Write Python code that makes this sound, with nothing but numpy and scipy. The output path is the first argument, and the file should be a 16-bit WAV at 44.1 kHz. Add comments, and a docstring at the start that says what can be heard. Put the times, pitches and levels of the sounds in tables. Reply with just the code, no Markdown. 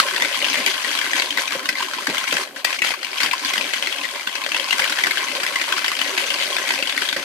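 """Whisking yolks and sugar

A wire whisk beats yolks and sugar in a thin plastic bowl on a worktop, close to a phone with two microphones.
Wires knock and skip on the wall and grind sugar crystals along it: bursts and clicks of chance ring the
bowl, as decaying sines and short noise, at one spot after another. The finest crystals hiss straight into
the air, the bowl thuds on the worktop, and the kitchen answers with sparse echoes over a faint room tone."""
import sys
import numpy as np
from scipy import signal
from scipy.io import wavfile
from scipy.ndimage import uniform_filter1d

SR = 44100
rng = np.random.default_rng(int(sys.argv[2]) if len(sys.argv) > 2 else 0)


def master_out(mix):
    """Clip the mix to full scale and print it as 16-bit PCM to the path in sys.argv[1]."""
    frames = np.transpose(np.atleast_2d(mix))
    ceiling = np.clip(frames, -1, 1)
    pcm = np.round(ceiling * 32767).astype(np.int16)
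    wavfile.write(sys.argv[1], SR, pcm)


N = 319284  # samples in the scene

# knocks of the wires on the wall: (t/s, level/dB, f/Hz favoured at the spot)
KNOCKS = [(0.1619, -10.5, 1700), (0.176, -17, 2700), (0.207, -13, 2070), (0.2208, -8.5, 2070),
          (0.247, -10, 1970), (0.344, -11.5, 3270), (0.4245, -10.5, 3180), (0.4486, -12, 2740),
          (0.484, -11, 2900), (0.5302, -10, 3770), (0.542, -9.5, 1920), (0.573, -13, 2180),
          (0.6625, -4, 2980), (0.8448, -12, 1820), (0.988, -11, 3140), (1.013, -12, 1550),
          (1.043, -13, 1970), (1.1327, -9, 1950), (1.221, -8, 3050), (1.3054, -9.5, 3080),
          (1.373, -6.5, 1920), (1.4558, -16, 3140), (1.4777, -12.5, 2300), (1.587, -28, 1020),
          (1.6543, -12.5, 1060), (1.69, -5, 1800), (1.752, -13.5, 2000), (1.771, -18, 2000),
          (1.804, -14, 1060), (1.8222, -12, 1060), (1.983, -14, 1020), (2.0691, -9, 1700),
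          (2.098, -14, 2100), (2.169, -13, 2070), (2.1817, -6, 2860), (2.324, -10, 1390),
          (2.3662, -9, 1630), (2.4076, -18, 1030), (2.6463, -4, 1920), (2.7047, -13, 2380),
          (2.728, -13.5, 2380), (2.789, -15, 2400), (2.82, -5, 2110), (2.8459, -7.5, 2010),
          (2.906, -10.5, 2270), (2.938, -14.5, 1080), (3.03, -16, 2690), (3.047, -12.5, 2540),
          (3.1826, -11, 2850), (3.2025, -9.5, 2400), (3.2329, -7, 1830), (3.3114, -9, 2480),
          (3.3304, -9, 1040), (3.449, -13, 4300), (3.5357, -8, 1970), (3.5785, -5.5, 1760),
          (3.6098, -11.5, 2650), (3.642, -15.5, 2350), (3.7348, -10, 2270), (3.8715, -7.5, 2200),
          (3.983, -14, 2880), (4.2708, -10.5, 1410), (4.353, -15, 2300), (4.4378, -10.5, 2290),
          (4.5183, -9, 2500), (4.546, -10, 2880), (4.5654, -10, 2940), (4.5976, -10, 3000),
          (4.7081, -6.5, 2780), (4.7267, -8.5, 2080), (4.7934, -8.5, 1630), (4.818, -9.5, 2270),
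          (4.8416, -9, 1950), (4.8603, -18, 1570), (4.877, -12, 3120), (4.8972, -15, 1580),
          (4.921, -13, 1570), (4.9354, -29, 1600), (4.986, -9, 1690), (5.036, -7.5, 2030),
          (5.0682, -8, 1610), (5.1091, -7, 2260), (5.204, -21, 2120), (5.228, -30, 2140),
          (5.2828, -14, 1970), (5.303, -19, 2760), (5.401, -13.5, 3400), (5.432, -13, 1420),
          (5.4642, -8.5, 2100), (5.5578, -7, 2000), (5.5971, -14, 2130), (5.613, -10, 2060),
          (5.7212, -6.5, 1420), (5.764, -16.5, 1060), (5.844, -10, 1690), (5.8809, -9, 1970),
          (5.916, -14.5, 1120), (5.951, -14, 2970), (5.991, -10.5, 3000), (6.014, -7, 2880),
          (6.1762, -10.5, 2220), (6.275, -18, 3260), (6.3037, -12, 3030), (6.342, -14, 2860),
          (6.5662, -7, 3760), (6.582, -13.5, 1490), (6.6897, -11, 1910), (6.825, -9, 2800),
          (6.8722, -11, 2780), (6.9015, -16, 2850), (6.9769, -6, 2000), (7.017, -14, 1050),
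          (7.0876, -9.5, 3170), (7.1262, -10, 3430), (7.1642, -11, 1710)]
# bowl modes before detuning and yolk damping: (f/Hz, relative level/dB, t60/s, left-right level/dB)
BOWL = [(285, -9.5, 0.054, -0.5), (371.4, -10, 0.055, -3), (549.4, -3.5, 0.043, 1), (628, -7, 0.018, -11),
        (1043, 1.5, 0.035, -4.5), (1556, 12, 0.045, 0.5), (2073, 9, 0.025, 8.5), (2440, -3.5, 0.017, 45),
        (3058, 5.5, 0.012, 32.5), (4504, 9, 0.0038, 40)]
# likeness of the two microphones: (f/Hz, share in common 0-1)
SAME = [(60, 0.38), (180, 0.8), (550, 0.59), (1650, 0.12), (4970, 0.02)]
SPOT_HZ = np.geomspace(1000, 6200, 36)  # pitch that each spot of the wall favours
RING = 4096  # samples that a contact rings


def gain_of(db):
    """Amplitude factor for a level in dB."""
    return 10 ** (np.asarray(db) / 20)


def evened(x):
    """The same signal at rms 1."""
    return x / np.sqrt(np.mean(x ** 2) + 1e-20)


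def read(points, hz):
    """Read a (Hz, value) table at any pitch, along a logarithmic scale."""
    f, value = np.transpose(points)
    return np.interp(np.log(hz + 1), np.log(f + 1), value)


def near(hz, spot_hz, octaves):
    """Bell-shaped weight around a pitch."""
    return np.exp(-.5 * (np.log2((hz + 1) / spot_hz) / octaves) ** 2)


def band(x, lo_hz, hi_hz):
    """Keep what lies between two pitches."""
    sos = signal.butter(2, [lo_hz, min(hi_hz, .45 * SR)], "band", fs=SR, output="sos")
    return signal.sosfilt(sos, x)


def drift(seconds, count):
    """Slow chance in rows, rms 1 over all of them, computed at every 32nd sample."""
    size = max(round(seconds * SR / 32), 1)
    slow = rng.standard_normal((count, N // 32 + 1))
    slow = uniform_filter1d(uniform_filter1d(slow, size), size)
    return np.repeat(evened(slow), 32, axis=1)[:, :N]


def grains(per_s, spread_db, shape):
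    """Sparse clicks, a few of them large."""
    happens = rng.random(shape) < per_s / SR
    return happens * gain_of(spread_db * np.minimum(rng.exponential(1, shape), 3))


def pair_noise(spectrum, length):
    """Noise for two microphones from short-time spectra, alike in the bass and nearly unrelated above."""
    # lean of noise towards one microphone: (f/Hz, left-right level/dB)
    noise_lean = [(130, 0.5), (640, -1.5), (1410, 2.5), (3100, 8.0), (6820, 1.0)]
    hz = np.fft.rfftfreq(512, 1 / SR)
    a, b, c, d = rng.standard_normal((length // 128 + 5, 257, 4)).T
    same = np.clip(read(SAME, hz), -1, 1)[:, None]
    left = a + 1j * b
    right = same * left + np.sqrt(1 - same ** 2) * (c + 1j * d)
    lean = read(noise_lean, hz) / 2
    level_db = read(spectrum, hz) + np.array([lean, -lean])
    spectra = np.array([left, right]) * gain_of(level_db)[:, :, None]
    return signal.istft(spectra, nperseg=512, noverlap=384)[1][:, 256:length + 256]


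def modes_ring(rows, favour_db, out_of_step):
    """Decaying sines for both microphones; short waves reach the second one out of step."""
    t = np.arange(RING) / SR
    hz, db, t60, lean = np.transpose(rows)[:, :, None]
    detune, turn = rng.standard_normal((2, len(rows), 1))
    turn = turn * out_of_step * np.sqrt(1 - read(SAME, hz))
    fade = gain_of(db + favour_db - 60 * t / t60) * (1 - np.exp(-t / 0.00047))
    detuned_hz = hz * (1 + 0.039 * np.minimum(hz / 2000, 1) * detune)
    angle = 2 * np.pi * detuned_hz * t
    left = gain_of(lean / 2) * fade * np.sin(angle)
    right = gain_of(-lean / 2) * fade * np.sin(angle + turn)
    return np.array([left.sum(0), right.sum(0)])


def spot_ring(spot_hz, favour_db=16.5, uneven_db=-2.5, wall_db=4.0, wall_t60=0.032):
    """What one spot of the wall sends out: modes near its own pitch stand out, over many small quick ones."""
    # crowded small modes of the wall: (f/Hz, relative level/dB per Hz)
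    wall_spectrum = [(276, -93), (744, -9), (1050, -9.5), (1270, -15.5), (2010, -3.5), (2990, -5),
                     (14300, -28.5)]
    t = np.arange(RING) / SR
    hz = np.transpose(BOWL)[0][:, None]
    favour = favour_db * near(hz, spot_hz, 0.08) + uneven_db * rng.standard_normal(hz.shape)
    modes = modes_ring(BOWL, favour, 1.18)
    wall = pair_noise(wall_spectrum, RING) * gain_of(-60 * t / wall_t60)
    wall *= 1 - np.exp(-t / 0.000079)
    wall = evened(wall) + 0.83 * evened(band(wall, 0.892 * spot_hz, 1.143 * spot_hz))
    return evened(evened(modes) + gain_of(wall_db) * evened(wall)) / np.sqrt(RING)


def room_tone():
    """Faint steady noise of the room, shaped by its spectrum."""
    # (f/Hz, relative level/dB per Hz)
    tone_spectrum = [(150, -20), (788, 7), (1050, -36), (14300, -11)]
    return gain_of(-45.5) * evened(pair_noise(tone_spectrum, N))


def stroke():
    """Pressure in dB and rubbing pitch in Hz: scrapes dig in, hold and ease off over a light drag,
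    while the wires rub their way from one knocked spot to the next."""
    # light drag of the wires between scrapes: (t/s, pressure level/dB)
    drag = [(0.0, -27), (1.2, -27.5), (1.6, -34), (2.0, -30.5), (2.45, -37), (2.56, -50), (3.048, -35),
            (3.5, -28.5), (4.0, -30), (4.3, -32.5), (4.9, -26.5), (5.3, -28), (6.5, -27), (7.24, -30.5)]
    # scrapes of the wires along the wall: (start t/s, hold t/s, pressure level/dB)
    scrapes = [(0.0, 0.0033, -20), (0.07, 0.14, -31.5), (0.365, 0.024, -28.5), (0.458, 0.14, -26.5),
               (0.66, 0.058, -26.5), (0.914, 0.042, -25.5), (1.162, 0.013, -21.5), (1.388, 0.041, -26),
               (1.512, 0.041, -27.5), (1.797, 0.053, -29.5), (2.132, 0.09, -28.5), (2.277, 0.15, -25.5),
               (2.567, 0.021, -32.5), (2.675, 0.087, -27.5), (2.845, 0.057, -25), (3.142, 0.034, -31.5),
               (3.214, 0.046, -23), (3.457, 0.03, -27), (4.789, 0.018, -24), (6.185, 0.037, -28.5),
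               (6.533, 0.08, -32), (6.674, 0.069, -26.5), (7.007, 0.033, -26.5)]
    bite_db_per_s, ease_db_per_s = 621, 381  # how fast a scrape digs in and lets go
    t = np.arange(0, N, 64) / SR
    start, hold, db = np.transpose(scrapes)[:, :, None]
    bite = bite_db_per_s * np.maximum(start - t, 0)
    ease = ease_db_per_s * np.maximum(t - start - hold, 0)
    scrape_power = gain_of(db - bite - ease) ** 2
    power = gain_of(np.interp(t, *np.transpose(drag))) ** 2 + scrape_power.sum(0)
    rub_hz = np.interp(t, *np.transpose(KNOCKS)[::2])
    return [np.interp(np.arange(N) / SR, t, c) for c in (10 * np.log10(power), rub_hz)]


def catching(wires_per_s=50.0, catch_s=0.0057, catch_db=-0.5):
    """One wire after another catches on the wall and slips; just before a knock they lift off the wall."""
    lift_db, lift_s = -2, .01
    lift = round(lift_s * SR)
    landings = np.zeros(N)
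    landings[(np.transpose(KNOCKS)[0] * SR).astype(int)] = 1
    lifted = np.convolve(landings, np.linspace(0, 1, lift) ** .5)[lift:][:N]
    lifted = np.pad(lifted, (0, N - len(lifted)))
    pace = wires_per_s * gain_of(3.0 * drift(.03, count=1)[0])
    turns = np.floor(np.cumsum(pace) / SR)
    catches = np.diff(turns, prepend=0) * rng.random(N)
    catches = np.convolve(catches, signal.windows.hann(round(catch_s * SR)))[:N]
    return (1 + gain_of(catch_db) * catches) * gain_of(lift_db * lifted)


def grind(rings, stutter, damping_db_per_s=1198.0):
    """Crystals crack under the wires, damped by the yolk; the contact wanders from spot to spot."""
    pressure_db, rub_hz = stroke()
    where = 0.79 + near(SPOT_HZ[:, None], rub_hz, 0.44)
    where *= gain_of(5.0 * drift(.008, count=len(rings)))
    where /= np.sqrt((where ** 2).sum(0))
    out = np.zeros((2, N))
    damped = gain_of(-damping_db_per_s * np.arange(RING) / SR)
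    for share, ring in zip(where, rings):
        force = share * grains(45, 4.14, N)
        out += signal.oaconvolve(force[None], ring * damped, axes=1)[:, :N]
    return evened(out) * gain_of(pressure_db + 2.0) * stutter


def rocking(stutter):
    """The drag of the wires shakes the low modes of the whole bowl, now one, now another."""
    pressure_db = stroke()[0]
    low = [row for row in BOWL if row[0] < 1200]
    swings = gain_of(10.3 * np.tanh(drift(0.033, count=len(low))))
    out = np.zeros((2, N))
    for row, swing in zip(low, swings):
        force = swing * grains(400, 3.45, N) * stutter
        out += signal.oaconvolve(force[None], modes_ring([row], 0, 0.95), axes=1)[:, :N]
    return evened(out) * gain_of(-18.5 + 0.64 * pressure_db)


def hiss(stutter):
    """The finest crystals crackle straight into the air, without the bowl."""
    ticks = grains(1500, 0.62, (2, N)) * rng.standard_normal((2, N))
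    ticks = evened(band(ticks, 3250.0, 10850.0))
    return ticks * gain_of(stroke()[0] - 10.0 + 0.5 * drift(0.006, count=1)) * stutter


def knocks(landing_s=0.0039, damping_db_per_s=1500.0, snap_db=5.5):
    """Each knock is a rattle of wires landing within a few ms on a spot of its own, damped by the yolk;
    low ones last longer, loud ones snap harder in the treble."""
    rise_s = .0014  # the wires sink through the yolk before they bite
    out = np.zeros((2, N + 2 * RING))
    t = np.arange(RING // 4) / SR
    shape = (len(KNOCKS), len(t))
    rattle = rng.standard_normal(shape) * (rng.random(shape) < .08)
    damped = gain_of(-damping_db_per_s * np.arange(RING) / SR)
    for (s, db, hz), wires in zip(KNOCKS, rattle):
        at = round((s - rise_s) * SR)
        spread_s = landing_s * (2000 / hz) ** 0.86
        force = wires * (1 - np.exp(-t / rise_s)) / (1 + (t / spread_s) ** 4)
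        body = signal.fftconvolve(force[None], spot_ring(hz) * damped, axes=1)[:, :RING]
        snap = band(force * rng.standard_normal((2, len(t))), 4000., 18000.0)
        out[:, at:][:, :len(t)] += gain_of(2.6 * db + snap_db) * snap / abs(snap).max()
        out[:, at:][:, :RING] += gain_of(db) * body / abs(body.mean(0)).max()
    return out[:, :N]


def thuds():
    """The bowl bumps the worktop: a soft push of about 1 ms into the low modes, with a puff of air below."""
    # (t/s, level/dB, f/Hz of the mode rung most)
    bumps = [(0.588, -16.5, 297), (1.55, -9.5, 577), (2.079, -12, 276), (2.323, -17.5, 280),
             (3.25, -19.5, 240), (2.494, -27.5, 200), (7.162, -13.5, 540)]
    out = np.zeros((2, N + 2 * RING))
    t = np.arange(RING) / SR
    mode_hz = np.transpose(BOWL)[0][:, None]
    for s, db, hz in bumps:
        ring = modes_ring(BOWL, 20. * near(mode_hz, hz, 0.2), 1.0)
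        pushed = signal.lfilter(signal.windows.hann(50), 1, ring)
        puff = band(rng.standard_normal(RING), 67.0, 770.0) * gain_of(-60 * t / 0.17)
        thud = evened(pushed) + (300 / hz) ** 2 * evened(puff)
        soft = thud * (1 - np.exp(-t / 0.0067)) / abs(thud).max()
        out[:, round(s * SR):][:, :RING] += gain_of(db) * soft
    return out[:, :N]


def kitchen(x):
    """Sparse reflections of random sign from tiles and cupboards."""
    length = SR // 3
    taps, t = np.zeros((2, length)), np.arange(length) / SR
    at = np.arange(200, length - 20, 20) + rng.integers(0, 20, (2, (length - 201) // 20))
    np.put_along_axis(taps, at, rng.choice([-1., 1.], at.shape), 1)
    tail = taps * gain_of(-60 * t / 0.089)  # t60 in s
    return signal.fftconvolve(x, tail / np.linalg.norm(tail[0]), axes=1)[:, :N]


def rumble(loudness, deep_db=-71.0):
    """Faint lumps of deep bass that come with the louder moments."""
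    lumps = uniform_filter1d(loudness, 900) * gain_of(8.5 * drift(0.077, count=1))
    return gain_of(deep_db) * evened(band(rng.standard_normal(N), 30., 87.0) * lumps)


def scene():
    """The whisk in the bowl, the treble echo of the kitchen and the room tone."""
    rings = [spot_ring(hz) for hz in SPOT_HZ]
    stutter = catching()
    bowl = grind(rings, stutter) + rocking(stutter) + hiss(stutter) + knocks() + thuds()
    echo = kitchen(band(bowl, 1800.0, 20000.0))
    return bowl + gain_of(-5.5) * echo + room_tone()


def record(dry):
    """The small microphones lose the bass of airborne sound; a ceiling holds the highest peaks;
    then the top treble is cut."""
    bass_cut = signal.butter(4, 165., "high", fs=SR, output="sos")
    thin = signal.sosfilt(bass_cut, dry) + rumble((dry ** 2).mean(0))
    held = np.clip(thin, -.9, .9)
    held = signal.oaconvolve(held, signal.firwin(255, 14500., fs=SR)[None], "same")
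    band_limit = signal.firwin(511, 15676, window=("kaiser", 9), fs=SR)
    return signal.oaconvolve(held, band_limit[None], "same")


dry = scene()
out = record(dry)
master_out(out)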